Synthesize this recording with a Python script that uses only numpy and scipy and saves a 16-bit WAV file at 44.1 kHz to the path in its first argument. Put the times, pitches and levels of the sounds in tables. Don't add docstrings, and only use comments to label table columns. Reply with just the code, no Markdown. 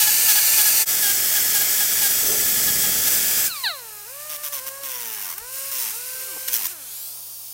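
import sys
import numpy as np
from scipy import signal
from scipy.fft import rfft, irfft, next_fast_len
from scipy.io import wavfile
from scipy.ndimage import map_coordinates

SR = 44100
rng = np.random.default_rng(int(sys.argv[2]) if len(sys.argv) > 2 else 0)


def wav_record(signal):
    frames = np.transpose(np.atleast_2d(signal))
    bounded = np.clip(frames, -1, 1)
    quanta = np.round(bounded * 32767).astype(np.int16)
    wavfile.write(sys.argv[1], SR, quanta)


N = 332073
T = np.arange(N) / SR
VANES, TOP_HZ = 4, 15800

# start_s, free_vane_hz, whine_db, hiss_db, hiss_glide_s
TRIGGER_MOVES = [(0, 1760, -37, -16, .01), (.85, 1712, -40, -17, .03), (3.467, 918, -44.5, -31.5, 0.038),
                 (3.634, 404.5, -47.5, -37, 0.054), (4.046, 624, -41.5, -35, .1),
                 (4.514, 561, -40, -36.5, 0.23), (5.45, 551, -42.5, -29, 0.12),
                 (5.953, 523, -43.5, -30.5, .03), (6.712, -2, -46, -36.5, 0.03)]
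# pitch_hz, level_db
PUFF_COLOUR = [(100, -20), (210, -7), (300, -11), (400, -7), (550, 0), (750, -6), (1050, 0), (1350, -4),
               (1580, -.5), (1850, -6), (2200, -16), (4200, -18), (6000, -34)]


def exhaust(turns, eased, hiss_db):
    # pitch_hz, level_db
    facing_colour = [(180, -53), (300, -20.5), (812, -11.5), (853, -12.5), (1170, -16.5), (1710, -7.5),
                     (1990, -8), (2860, -4.5), (3490, -14.5), (4630, 0), (5200, -7.5), (6040, -1.5),
                     (10800, -3), (12900, 1.5), (15800, -5)]
    turned_colour = [(180, -25), (300, -12), (772, -10.5), (839, -26), (958, -17), (1190, -14.5),
                     (1680, -5), (2590, -9), (3320, -7.5), (3990, -10), (4950, -3.5), (7130, -2),
                     (9290, -4.5), (13600, 0), (15800, 1)]
    eased_colour = [(200, -20), (700, -29), (1400, -9.5), (2000, -7.5), (2800, -3), (3300, -7.5),
                    (4300, -3.5), (5000, -3), (10300, -1.5), (11800, 0.5), (15800, -3.5)]
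    # pitch_hz, width_hz, lift_db
    facing_peaks = [(2400, 160, 2.5), (4200, 740, 2), (5800, 500, 3), (7000, 420, 0.5), (8660, 1100, 4.5),
                    (10600, 600, -1.5), (13000, 600, 0.5), (15000, 700, 8)]
    turned_peaks = [(3290, 230, 4.2), (5130, 450, 2.1), (5920, 280, 2.6), (8030, 670, 4.9),
                    (10170, 360, 2.9), (13400, 920, 2.6)]
    eased_peaks = [(3500, 800, -2), (4520, 400, -2), (5360, 410, 2), (6440, 340, 1), (8600, 1100, 2),
                   (9450, 722, 3.4), (11900, 617, 1.4), (14600, 1780, 5.5)]
    pulses = 1 + 0.29 * np.cos(2 * np.pi * VANES * turns)
    jet = noise() * pulses * undb(.5 * wander(45) + 0.2 * wander(700))
    turned, shut = ramp(0.826, 0.016), ramp(6.72, 0.29)
    hiss = blend(colour(jet, facing_colour, facing_peaks), colour(jet, turned_colour, turned_peaks), turned)
    hiss = blend(hiss, colour(jet, eased_colour, eased_peaks), eased)
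    return np.sqrt(1 - shut) * hiss * undb(hiss_db)


def motor(turns, vane_hz, whine_db, touching, eased):
    # pitch_hz, level_db
    body_colour = [(100, 10), (300, -21), (550, -5.5), (1100, 9), (1350, 3.5), (1650, 2), (2100, 6.5),
                   (3300, -2.5), (4200, 6), (6000, -41), (12000, -41)]
    drag_colour = [(420, -23), (840, -5), (1250, -13), (1650, 6), (2050, -25), (2500, -9), (2900, -6),
                   (3330, 1.5), (3750, -17), (4150, -6.5), (5000, -12), (6000, -4)]
    shaft_hz = vane_hz / VANES
    between = [k for k in range(1, 15) if k % VANES]
    free = undb(-0.5) * harmonics(turns * VANES, vane_hz, range(1, 3), body_colour, flutter=0.24)
    free += undb(-4.5) * harmonics(turns, shaft_hz, between, body_colour, flutter=0.41)
    drag = undb(11.5) * harmonics(turns, shaft_hz, range(1, 15), drag_colour, flutter=.25)
    singing = touching * (1 - .5 * ramp(2.6, .8))
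    fast = blend(free, drag, singing)
    slow = undb(-1.5) * puffs(turns, vane_hz)
    slow += undb(-19 + 3.9 * touching) * harmonics(turns, shaft_hz, between, PUFF_COLOUR, flutter=0.22)
    squealing = squeal_level(vane_hz)
    whine_gain = undb(whine_db) + undb(-15) * squealing
    return whine_gain * blend(fast, slow, eased) + squealing * squeal(turns, vane_hz)


def puffs(turns, vane_hz):
    # pitch_hz, level_db
    nasal_colour = [(100, -20), (210, -7), (330, -4), (530, 0), (750, -5), (1050, -5), (1350, -0.5),
                    (1580, 2.5), (1850, -5), (2200, -19), (4200, -20), (6000, -34)]
    before = harmonics(turns * VANES, vane_hz, range(1, 11), PUFF_COLOUR, flutter=0.19)
    after = harmonics(turns * VANES, vane_hz, range(1, 11), nasal_colour, flutter=0.19)
    reaimed = ramp(5.93, .04)
    return np.sqrt(1 - reaimed) * before + np.sqrt(reaimed) * after


def trigger(finger_s):
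    _, free_hz, whine_db, hiss_db, _ = TRIGGER_MOVES[0]
    for start_s, next_hz, next_whine_db, next_hiss_db, glide_s in TRIGGER_MOVES[1:]:
        moved = ramp(start_s, finger_s)
        free_hz = blend(free_hz, next_hz, moved)
        whine_db = blend(whine_db, next_whine_db, moved)
        hiss_db = blend(hiss_db, next_hiss_db, ramp(start_s, glide_s))
    return free_hz, whine_db, hiss_db


def rotor(free_hz, brake, eased, half_speed_s=.25):
    drag_hz = free_hz * brake
    driven_hz = lag(free_hz - drag_hz * eased, .086) - lag(drag_hz * (1 - eased), 0.0317)
    shut_s = TRIGGER_MOVES[-1][0]
    coasting = 1 / (1 + np.maximum(T - shut_s, 0) / half_speed_s)
    vane_hz = np.where(T < shut_s, driven_hz, np.interp(shut_s, T, driven_hz) * coasting)
    speed_share = np.where(T < shut_s, driven_hz / np.maximum(free_hz, 1), coasting)
    return vane_hz, speed_share


def contact(eased, edge_s, lean_share=.8):
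    # start_s, length_s, scrape_db, share_of_speed_lost
    touches = [(.005, 0.035, -17.5, 0.062), (0.071, 0.031, -23, .06), (0.282, .043, -16.5, .08),
               (0.355, 0.039, -19, 0.067), (0.576, 0.044, -16, 0.085), (0.654, .035, -19.5, 0.068),
               (1.023, 0.097, -19.5, 0.068), (1.351, 0.037, -24, .06), (1.545, 0.039, -21.5, .08),
               (1.605, .024, -18.5, 0.056), (1.803, .035, -22, .07), (2.016, .062, -18, 0.076),
               (2.673, .03, -27, .04), (2.831, .029, -24, .05), (3.07, 0.017, -17, 0.022),
               (4.296, .072, -29.5, .17), (4.433, 0.055, -29.5, .2), (4.442, .026, -27.5, .08),
               (4.524, 0.075, -29.5, .27), (4.538, .03, -29, .06), (4.663, .03, -29.5, 0.1096),
               (4.832, 0.51, -30.5, 0.43), (5.22, 0.093, -32, 0.16), (5.379, 0.0099, -27.5, 0.32),
               (5.716, 0.2, -27.5, 0.38), (5.765, .095, -26.5, 0.052), (6.48, .011, -17.5, .3),
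               (6.489, 0.036, -29.5, .1), (6.522, 0.15, -25, 0.69), (6.53, 0.041, -23, .05),
               (6.646, .023, -23.5, .02)]
    power, brake, touching = np.zeros((3, N))
    for start_s, length_s, scrape_db, share in touches:
        on = ramp(start_s - edge_s / 2, edge_s) - ramp(start_s + length_s - edge_s / 2, edge_s)
        power += on * undb(2 * scrape_db)
        touching = np.maximum(touching, on)
        brake += share * on * (1 - lean_share * eased * (1 - ramp(start_s, length_s)))
    return np.sqrt(np.maximum(power, 0)), np.clip(brake, 0, 1), touching


def sanding(turns, force, eased, grain_db):
    # pitch_hz, level_db
    fast_colour = [(700, -23), (1800, -8.5), (3000, -3), (5500, 1), (9000, 0), (13000, 6), (15800, 1.5)]
    slow_colour = [(240, -47), (400, -45), (536, -25), (675, -63), (1070, -13), (1270, -22), (1460, -4.5),
                   (2210, -9), (3290, -3.5), (3900, -7.5), (5550, -2.5), (7320, -3), (12500, -0.5),
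                   (13300, 6.5), (15800, 2.5)]
    # pitch_hz, width_hz, lift_db
    steel_peaks = [(3500, 550, 1.5), (5550, 352, 5.4), (6160, 356, 6.3), (8800, 485, 1.9),
                   (10300, 500, 3.3), (14300, 470, 2.3)]
    grains = noise() * undb(grain_db * np.minimum(rng.exponential(size=N), 5))
    angle = 2 * np.pi * turns
    depth = .25 + .33 * eased
    bite = np.exp(depth * (np.cos(angle) + 0.078 * np.cos(2 * angle)))
    grains = grains * bite * undb(wander(50))
    return force * blend(colour(grains, fast_colour), colour(grains, slow_colour, steel_peaks), eased)


def squeal(turns, vane_hz):
    # pitch_hz, level_db
    squeal_colour = [(1500, -14), (2700, -18), (3400, -23), (3800, -10.5), (4150, -7), (4600, -11),
                     (5200, -44.5), (9000, -20)]
    tone = harmonics(turns * VANES, vane_hz, range(2, 7), squeal_colour, flutter=0.3)
    ring = colour(noise(), squeal_colour, [(4100, 1100, 26)])
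    fading = ramp(3.68, 0.12)
    return (1 - 0.46 * fading) * tone + (0.39 + fading) * ring


def squeal_level(vane_hz, fall_db_per_s=215, ring_hz=4040, swell_db=1.5):
    # start_s, rise_s, hold_s, level_db
    squeals = [(3.485, .03, 0.0036, -33), (3.555, 0.0087, 0.0067, -39), (3.633, .011, 0.028, -23)]
    level = 0
    for start_s, rise_s, hold_s, level_db in squeals:
        falling_s = np.maximum(T - start_s - rise_s - hold_s, 0)
        level += ramp(start_s, rise_s) * undb(level_db - fall_db_per_s * falling_s)
    return level * undb(swell_db * np.cos(2 * np.pi * ring_hz / vane_hz))


def leak():
    # pitch_hz, level_db
    leak_colour = [(710, -56), (1200, -40), (2470, -25), (3760, -15.5), (4100, -24), (4430, -12),
                   (4980, -13), (6810, -13), (7670, -17), (9020, -13.5), (9830, -15), (10600, -7),
                   (11800, -9), (13700, -6), (15800, -5.5)]
    # pitch_hz, width_hz, lift_db
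    leak_peaks = [(6450, 700, 0.5), (8910, 800, 7.5), (11200, 780, -5), (13700, 1090, -0.5)]
    pitch_share = blend(.68, 1, ramp(6.85, .31))
    air = map_coordinates(colour(noise(), leak_colour, leak_peaks), [np.cumsum(pitch_share)], order=3)
    return air * ramp(6.71, 0.26) * undb(-32 + 1.5 * swell(7.05, 0.075))


def rasp(turns, vane_hz, touching, eased):
    # pitch_hz, level_db
    grit_colour = [(700, -10), (1050, -1), (1400, -7), (2100, -1), (2800, -1), (3800, -2), (5000, -25)]
    growl = undb(-61 + 3 * wander(30)) * np.sin(2 * np.pi * 2 * turns)
    grit = undb(-45) * harmonics(turns, vane_hz / VANES, range(6, 30), grit_colour, flutter=0.63)
    return touching * eased * (growl + grit)


def judder(turns, vane_hz, touching):
    # pitch_hz, level_db
    pad_colour = [(150, -18), (600, -18), (1050, 6), (1500, -20), (3000, -21), (8000, -45)]
    stalling = np.clip((450 - vane_hz) / 100, 0, 1)
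    knocks = noise() * np.exp(1.5 * np.cos(2 * np.pi * turns))
    return undb(-46.5) * stalling * touching * colour(knocks, pad_colour)


def hoot():
    # pitch_hz, level_db
    hollow_colour = [(100, -6), (300, -2.5), (430, -2.5), (600, -2), (1200, -17), (4000, -58.5)]
    puff = colour(noise(), hollow_colour, [(423, 25, 16.7)])
    whistle = colour(noise(), [(3000, -40), (6000, 0), (10000, -40)], [(6130, 400, 20)])
    return swell(2.315, 0.061) * (undb(-33.5) * puff + undb(-28.5) * whistle)


def knock():
    # pitch_hz, level_db
    dull_colour = [(100, -25), (220, -2), (500, -5), (1050, -1), (1600, -25), (5000, -50)]
    return undb(-40.5) * swell(6.37, 0.0078) * colour(noise(), dull_colour)


def moans():
    # start_s, length_s, from_hz, to_hz, level_db
    slides = [(4.722, 0.22, 518.4, 401.5, -57), (6.1, 0.19, 503, 340, -51), (6.224, .16, 526, 235.5, -47),
              (6.549, 0.14, 330.5, 149.4, -55)]
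    sound = 0
    for start_s, length_s, from_hz, to_hz, level_db in slides:
        along = ramp(start_s, length_s)
        pitch_hz = blend(from_hz, to_hz, along) * (1 + 0.0189 * wander(120))
        angle = 2 * np.pi * np.cumsum(pitch_hz) / SR
        tone = 0.78 * np.sin(angle) + 0.32 * np.sin(2 * angle) + 0.85 * np.sin(3 * angle)
        sound += undb(level_db) * np.sin(np.pi * along) * tone
    return sound


def wind(turns, eased):
    # time_s, relative_level_db
    wind_levels = [(0.0, -62), (0.03, -53), (0.47, -56), (0.54, -52), (1.98, -51.5), (2.88, -42),
                   (3.44, -51)]
    # pitch_hz, level_db
    rumble_colour = [(15, -42), (25, -4), (176, 1), (379, -4.5), (424, -10.5), (461, -5), (700, -10.5),
                     (910, -12), (1540, -120)]
    stray_colour = [(15, -20), (30, 0), (70, -4), (150, -25), (600, -70)]
    gusts = colour(noise(), rumble_colour) * undb(0.8 * wander(16))
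    fanning = undb(-7.5) * np.sin(2 * np.pi * turns)
    time_s, level_db = np.transpose(wind_levels)
    strength = undb(np.interp(T, time_s, level_db) + 4) * lag(1 - eased, 0.041)
    stray = undb(-50) * swell(5.43, 0.019) * colour(noise(), stray_colour)
    return (gusts + fanning) * strength + stray


def add_echoes(sound, sway):
    # delay_ms, strength
    echoes = [(.85, .13), (1.3, .13), (2.4, .11), (4.3, .08)]
    mix = sound
    for delay_ms, strength in echoes:
        delay_s = delay_ms / 1000 * (1 + sway * wander(1.5))
        mix = mix + strength * map_coordinates(sound, [(T - delay_s) * SR], order=3)
    return mix


def workshop(hum_hz=120.2):
    # pitch_hz, level_db
    vent_colour = [(25, 10), (70, -1), (200, -1), (400, 3), (700, 11.5), (1100, 10), (2000, 0), (8000, -20)]
    hum = undb(-65) * np.sqrt(2) * np.sin(2 * np.pi * hum_hz * T)
    return hum + undb(-57 + wander(6)) * colour(noise(), vent_colour)


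def harmonics(turns, hz, multiples, points, flutter):
    tones, power = 0, 1e-12
    for k in multiples:
        gain = gain_at(points, k * hz) * np.clip((TOP_HZ - k * hz) / 1000, 0, 1)
        tones += gain * (1 + flutter * wander(90)) * np.sin(2 * np.pi * (k * turns + rng.random()))
        power += gain ** 2 / 2
    return tones / np.sqrt(power)


def colour(sound, points, peaks=()):
    size = next_fast_len(N)
    hz = np.fft.rfftfreq(size, 1 / SR)
    lift_db = sum(db / (1 + (2 * (hz - centre) / width) ** 2) for centre, width, db in peaks)
    shaped = irfft(rfft(sound, size) * gain_at(points, hz) * undb(lift_db), size)[:N]
    return shaped / np.std(shaped)


def gain_at(points, hz):
    pitch_hz, level_db = np.transpose(points)
    return undb(np.interp(np.log(np.maximum(hz, 1)), np.log(pitch_hz), level_db))


def undb(db):
    return 10 ** (np.asarray(db) / 20)


def noise():
    return rng.standard_normal(N)


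def wander(rate_hz):
    targets = rng.standard_normal(8192)
    drift = np.interp(T * rate_hz, np.arange(len(targets)), targets)
    return drift / np.std(drift)


def blend(first, second, share):
    return (1 - share) * first + share * second


def ramp(start_s, length_s):
    return np.clip((T - start_s) / length_s, 0, 1)


def swell(centre_s, width_s):
    return np.exp(-.5 * ((T - centre_s) / width_s) ** 2)


def lag(target, lag_s):
    keep = np.exp(-1 / (lag_s * SR))
    return target[0] + signal.lfilter([1 - keep], [1, -keep], target - target[0])


def scene():
    eased = ramp(3.46, 0.029)
    free_hz, whine_db, hiss_db = trigger(finger_s=.004)
    force, brake, touching = contact(eased, edge_s=.005)
    vane_hz, speed_share = rotor(free_hz, brake, eased)
    whine_db = lag(whine_db + 10.5 * np.log2(speed_share) - 7 * brake, 0.0049)
    turns = np.cumsum(vane_hz / VANES * (1 + 0.002 * wander(150))) / SR
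    air = exhaust(turns, eased, hiss_db) + leak()
    air_and_grit = add_echoes(air + sanding(turns, force, eased, grain_db=-1.5), sway=0.085)
    tool = motor(turns, vane_hz, whine_db, touching, eased) + moans()
    disc = judder(turns, vane_hz, touching) + rasp(turns, vane_hz, touching, eased)
    sound = tool + disc + air_and_grit + hoot() + knock() + wind(turns, eased) + workshop()
    dip = np.clip(np.abs(T - .853) / 0.035, undb(-38), 1)
    return np.array([sound, sound]) * dip


def record(dry):
    return signal.sosfilt(signal.ellip(12, .2, 80, TOP_HZ, fs=SR, output="sos"), dry)


dry = scene()
out = record(dry)
wav_record(out)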